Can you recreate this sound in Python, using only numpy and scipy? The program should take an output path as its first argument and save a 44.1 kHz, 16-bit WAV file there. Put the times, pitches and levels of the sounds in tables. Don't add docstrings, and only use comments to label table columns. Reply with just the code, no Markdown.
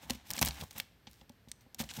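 import sys
import numpy as np
from scipy import signal
from scipy.fft import rfft, irfft
from scipy.io import wavfile

SR = 44100
rng = np.random.default_rng(int(sys.argv[2]) if len(sys.argv) > 2 else 0)


def file_out(sig):
    cols = np.atleast_2d(sig).T
    lim = np.clip(cols, -1, 1)
    pcm = np.round(lim * 32767).astype(np.int16)
    wavfile.write(sys.argv[1], SR, pcm)


def gain_from_db(level_db):
    decades = np.asarray(level_db, float) / 20
    return 10 ** decades


N = 88200


def evened(x):
    return x / np.sqrt(np.mean(x ** 2) + 1e-20)


def add(mix, start_s, sound):
    part = mix[round(start_s * SR):][:len(sound)]
    part += sound[:len(part)]


def coloured(x, spectrum, tilt_db=0.):
    hz = np.fft.rfftfreq(len(x), 1 / SR) + 1
    table_hz, table_db = np.transpose(spectrum)
    gain_db = np.interp(np.log(hz), np.log(table_hz), table_db)
    gain_db = gain_db + tilt_db * np.log2(hz / 4000)
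    return evened(irfft(rfft(x) * gain_from_db(gain_db), len(x)))


def band(x, lo_hz, hi_hz):
    return signal.sosfilt(signal.butter(2, [lo_hz, hi_hz], "band", fs=SR, output="sos"), x)


def modes(table, t, detune):
    hz, level_db, t60_s = np.transpose(table)[..., None]
    return gain_from_db(level_db - 60 * t / t60_s) * np.sin(2 * np.pi * hz * detune * t)


def crackle(per_s, spread_db):
    clicks = rng.random(N) < per_s / SR
    size = gain_from_db(spread_db * np.minimum(rng.exponential(1, N), 4)) * clicks
    return signal.lfilter([1], [1, -.85], size) * rng.standard_normal(N)


# start_s, scrape_level_db, tilt_db_per_octave (acts only between -3 and 3), drag_level_db.
STROKE_PATHS = [
    [(0, -66.5, -3.5, -99), (0.03, -55, 0.4, -60.5), (0.07, -64, 0.5, -57), (0.12, -52.5, 1, -44.5),
     (0.165, -62.5, -1, -89), (0.2, -63.5, -4, -79), (0.24, -70, -3, -99)],
    [(0.24, -69, -3.5, -72), (0.27, -56.5, 0, -71), (0.295, -54, 14, -52.5), (0.325, -54.5, -1, -50),
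     (0.35, -46, -2.5, -52.5), (0.405, -55, 5.5, -55), (0.44, -47.5, -1.3, -40.5),
     (0.5, -50.5, -1.1, -50.5), (0.53, -53.5, 0.5, -62), (0.58, -51, -1.6, -59.5), (0.625, -54, 0.8, -45),
     (0.655, -62, 1.8, -60), (0.69, -66, 3, -72)],
    [(0.69, -73, 15, -82), (0.725, -62.5, -0.5, -76), (0.745, -63, 2, -76), (0.765, -50, 0, -54),
     (0.795, -51, 1, -63), (0.815, -57, -0.5, -74), (0.85, -71.5, 4, -71), (0.92, -85, -3, -87)],
    [(1.06, -82, 2, -85), (1.1, -70, 3, -75), (1.2, -70, 3, -75), (1.26, -84, 2, -85)],
    [(1.782, -61, 3, -58), (1.791, -47, 8.5, -49), (1.82, -55, -0.5, -47), (1.835, -59, 4, -46),
     (1.865, -61.5, 1.5, -66), (1.885, -64.5, 0.5, -61), (1.925, -59, 1.5, -53), (1.95, -49.5, 2.5, -61.5),
     (1.985, -51, 2.5, -46.5), (2, -46.5, -2, -53)],
]


def stroke(column):
    t, path = np.arange(N) / SR, np.full(N, -100.)
    for rows in map(np.array, STROKE_PATHS):
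        inside = (t >= rows[0, 0]) & (t <= rows[-1, 0])
        path[inside] = np.interp(t[inside], rows[:, 0], rows[:, column])
    return path


# frequency_hz, relative_level_db (per Hz).
FRICTION_SPECTRUM = [(180, -35), (300, -6), (361, -26.5), (807, -2), (1290, -7.5), (1580, -3.5), (3360, -2),
                     (4030, -3.5), (4390, -7.5), (5280, -6.5), (14200, -13.5), (15700, -17), (16500, -50)]


def scrape():
    grit = crackle(per_s=9000, spread_db=3.)
    bright = np.clip(.5 + stroke(column=2) / 6, 0, 1)
    dull_grit = coloured(grit, FRICTION_SPECTRUM, tilt_db=-3)
    bright_grit = coloured(grit[::-1], FRICTION_SPECTRUM, tilt_db=3)
    blend = np.sqrt(1 - bright) * dull_grit + np.sqrt(bright) * bright_grit
    return gain_from_db(stroke(column=1)) * blend


# frequency_hz, relative_level_db (per Hz).
AIR_SPECTRUM = [(15, -51), (25, -1.5), (108, -2.5), (349, -14.5), (651, -18.5), (1200, -23), (1700, -20.5),
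                (2700, -24.5), (4500, -27), (7000, -36), (14000, -31.5), (16500, -48)]


def air():
    level_db = -65
    return gain_from_db(level_db) * coloured(rng.standard_normal(N), AIR_SPECTRUM)


# nominal_hz, relative_level_db, free_t60_s.
BOX_MODES = [(67, -2, 0.28), (124, -1, 0.12), (160.8, -2, 0.13), (225.8, 2.5, 0.083), (244.3, 1, 0.13),
             (571, 1.5, 0.089), (837, 11.5, 0.033), (968, -4, 0.05), (1120, -5, 0.04)]
# start_s, panel_peak_db, upper_db (against panel), deep_db (against panel).
BOX_KNOCKS = [(0.032, -53, 3, 2), (0.1, -40, 10.5, -1), (0.103, -29.5, -7.5, -10), (0.149, -41, -13, -8),
              (0.302, -55, 8.5, 6), (0.374, -41, -1.5, -8), (0.396, -44.5, -4, -17), (0.415, -29.5, 3, 6),
              (0.427, -41, -1, 3), (0.447, -52, -4, 8), (0.469, -37.5, 2, 8), (0.488, -56.5, -5, 19),
              (0.509, -70, 8, 24), (0.607, -48.5, 0, -13.5), (0.71, -62, 7.5, 4), (0.755, -51, 3.5, 4),
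              (0.778, -47.5, -15, 0.5), (0.799, -54.5, 12.5, -12), (1.072, -48, 2.5, -2.5),
              (1.215, -54.5, 4.5, 3), (1.298, -47, -1.5, -14), (1.474, -51.5, -4, 4.5),
              (1.513, -64, -11, 10.5), (1.613, -72, 8, 17), (1.663, -54.5, 0.5, -10), (1.748, -62, 9.5, -2),
              (1.796, -53, -18, 7.5), (1.801, -31, -5, -8), (1.809, -56, 18, -11), (1.839, -56.5, 10, 15),
              (1.862, -53, -16, -10), (1.975, -41.5, -12, -16), (1.988, -48, -14, 9)]


def box():
    deep_below_hz, upper_above_hz = 190, 400
    drag_per_s, drag_upper_gain, drag_t60_s = 700, 0.42, 0.02
    contact_s = 0.002
    t, hz = np.arange(9000) / SR, np.array(BOX_MODES)[:, 0]
    deep, upper = hz < deep_below_hz, hz > upper_above_hz
    panel = ~deep & ~upper

    ring = modes(BOX_MODES, t, 0.92)
    response = evened(ring[~upper].sum(0)) + drag_upper_gain * evened(ring[upper].sum(0))
    damped = response * gain_from_db(-60 * t / drag_t60_s)
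    drag = evened(signal.fftconvolve(crackle(drag_per_s, 4.2), damped)[:N])
    out = drag * gain_from_db(stroke(column=3))

    push = np.hanning(round(contact_s * SR) + 3)
    for start_s, peak_db, upper_db, deep_db in BOX_KNOCKS:
        detune = rng.uniform(0.93, 1.02, (len(BOX_MODES), 1))
        ring = modes(BOX_MODES, t, detune) * gain_from_db(3. * rng.standard_normal((len(BOX_MODES), 1)))
        for group, level_db, contact in ((deep, deep_db, push), (panel, 0, push), (upper, upper_db, push[::3])):
            part = signal.fftconvolve(ring[group].sum(0), contact)
            add(out, start_s, gain_from_db(peak_db + level_db) * part / np.abs(part).max())
    return band(out, 51, 2350)


# start_s, length_s (before the fade), level_db, tilt_db_per_octave.
TAPE_RIPS = [(0.097, 0.012, -36.5, 1), (0.132, 0.005, -49, 2), (0.147, 0.0061, -53, 3),
             (0.308, 0.0042, -43, -2), (0.352, 0.014, -50.5, 7.5), (0.388, 0.0042, -38.5, -3),
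             (0.416, 0.015, -31, -3), (0.46, .018, -38.5, 1), (0.489, 0.0014, -37.5, -1.5),
             (0.599, 0.02, -48.5, 1.5), (0.633, 0.0074, -49.5, 4.5), (0.707, 0.0087, -54, 3),
             (0.777, 0.00386, -42.5, 1.5), (1.7919, 0.024, -38.5, 2.5), (1.819, 0.0043, -44.5, 4),
             (1.91, 0.005, -45, -1), (1.964, 0.01, -46, 3)]


def rips():
    rise_s, fade_t60_s = 0.00063, 0.012
    out, grit = np.zeros(N), crackle(per_s=15000, spread_db=3.5)
    for start_s, length_s, level_db, tilt_db in TAPE_RIPS:
        first = round(start_s * SR)
        t = np.arange(round(length_s * SR) + 1500) / SR
        shape = np.minimum(t / rise_s, 1) * gain_from_db(-60 * np.maximum(t - length_s, 0) / fade_t60_s)
        tear = coloured(grit[first:][:len(t)], FRICTION_SPECTRUM, tilt_db)
        add(out, start_s, gain_from_db(level_db) * shape[:N - first] * tear)
    return out


TREBLE_EDGES = (1900, 4500, 9000, 15800)
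# start_s, peak_db, ring_hz, low_treble_db (against middle), top_treble_db (against middle), t60_s.
TAPE_SNAPS = [(0.1066, -15, 4320, -4.5, -7, 0.006), (0.1548, -40, 2420, 6, -14, 0.024),
              (0.305, -20.5, 5900, 0, 3, 0.0093), (0.3116, -21, 4150, -19, 4, 0.011),
              (0.3144, -28, 7140, -20, 8, 0.0099), (0.3355, -20.5, 6430, -35, -11, 0.006),
              (0.3656, -28.5, 2630, -20, -12, 0.023), (0.376, -31, 6850, -26, -11, 0.013),
              (0.38, -24, 2260, 15, 10, 0.013), (0.388, -26, 3220, -9, -1, 0.031),
              (0.392, -18.5, 7100, -26, -24, 0.0087), (0.4139, -16.5, 9750, -22, 10, 0.012),
              (0.4142, -17, 6000, 0, 11, 0.012), (0.42, -14.5, 6460, -10, 0, 0.03),
              (0.4274, -7, 11700, 6.5, 0, 0.0036), (0.4353, -29, 5430, -6, -1, 0.029),
              (0.4491, -15.5, 13750, 7.5, 13, 0.025), (0.4591, -16.5, 9070, -12.5, 2, 0.02),
              (0.47, -24.5, 4060, -3, -18, 0.014), (0.476, -24, 4060, 3, -11, 0.012),
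              (0.4855, -21, 4200, -11, -2.5, 0.012), (0.5089, -28, 4360, 13, -17, 0.017),
              (0.6117, -29.5, 3290, 16, 10.5, 0.018), (0.71, -33, 4180, -30, -14, 0.0092),
              (0.7294, -42, 14800, -6, 9, 0.024), (0.762, -43, 2650, -4, 3, 0.041),
              (0.7826, -23.5, 13600, -18, 7, 0.0058), (0.7873, -32, 13900, -6, 6, 0.023),
              (0.8001, -18, 2260, 10.5, 6, 0.017), (1.07, -41, 3250, 14, -28, 0.066),
              (1.1128, -44.5, 9900, 11, 14, 0.022), (1.132, -46.5, 6700, 5.5, 5, 0.012),
              (1.141, -51, 5400, 6, 2, 0.02), (1.321, -57, 5600, -15, -8, 0.0097),
              (1.2126, -46.5, 3050, 16.5, 1.5, 0.045), (1.295, -41, 5520, 3.5, 1, 0.018),
              (1.4855, -44, 3800, -2.5, -3, 0.077), (1.5159, -26.5, 6440, -10.5, -26, 0.014),
              (1.609, -50, 5880, 5, 5, 0.12), (1.746, -28.5, 12500, -8.5, -8.5, 0.016),
              (1.7997, -44, 3140, -14, -19, 0.024), (1.8296, -50, 9300, 14, -8, 0.014),
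              (1.8383, -35.5, 4200, 1, -2, 0.041), (1.8412, -40, 3000, 5, -10, 0.024),
              (1.8906, -32.5, 2940, -2, -17, 0.0086), (1.895, -37.5, 3120, 16, -19, 0.02),
              (1.899, -34.5, 2180, -1, -21, 0.032), (1.905, -32, 2700, -5, -14, 0.074),
              (1.911, -36, 2120, 12, -15, 0.021), (1.9378, -34, 4150, -11, 2, 0.035)]


def snaps():
    delay_s, crack_gain = .0005, 4.5
    ring_share, ring_cycles = .34, 22
    out, t = np.zeros(N), np.arange(2000) / SR - delay_s
    for start_s, peak_db, ring_hz, low_db, top_db, t60_s in TAPE_SNAPS:
        noise = rng.standard_normal(len(t))
        crack = noise * np.where(t < 0, .12, gain_from_db(-60 * np.abs(t) / max(t60_s, .003)))
        crack[round(delay_s * SR)] = crack_gain * np.sign(noise[0])
        gains = (-gain_from_db(low_db), 1, -gain_from_db(top_db))
        bands = zip(gains, TREBLE_EDGES, TREBLE_EDGES[1:])
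        crack = sum(gain * evened(band(crack, lo, hi)) for gain, lo, hi in bands)
        ring = modes([(ring_hz, 0, ring_cycles / ring_hz)], np.maximum(t, 0), 1)[0]
        snap = (1 - ring_share) * evened(crack) + ring_share * evened(ring)
        add(out, start_s - delay_s, gain_from_db(peak_db) * snap / np.abs(snap).max())
    return out


def room(x):
    t60_s, first_reflection_s = 0.5, .003
    t = np.arange(SR // 2) / SR
    reflections = rng.standard_normal(len(t)) * gain_from_db(-60 * t / t60_s) * (t > first_reflection_s)
    tail = band(reflections, 47, 9000)
    return signal.fftconvolve(x, tail / np.linalg.norm(tail))[:N]


def scene():
    room_db = -24
    near = scrape() + box() + rips() + snaps()
    return (near + gain_from_db(room_db) * room(near) + air())[None]


def low_pass(x):
    return signal.sosfilt(signal.butter(12, 16900, fs=SR, output="sos"), x)


def record(dry):
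    low_hz, dip_hz, dip_q, dip_share = 50, 10260, 4.4, 0.51
    x = signal.sosfilt(signal.butter(3, low_hz, "high", fs=SR, output="sos"), dry)
    mix = x - dip_share * signal.lfilter(*signal.iirpeak(dip_hz, dip_q, SR), x)
    return low_pass(mix)


dry = scene()
out = record(dry)
file_out(out)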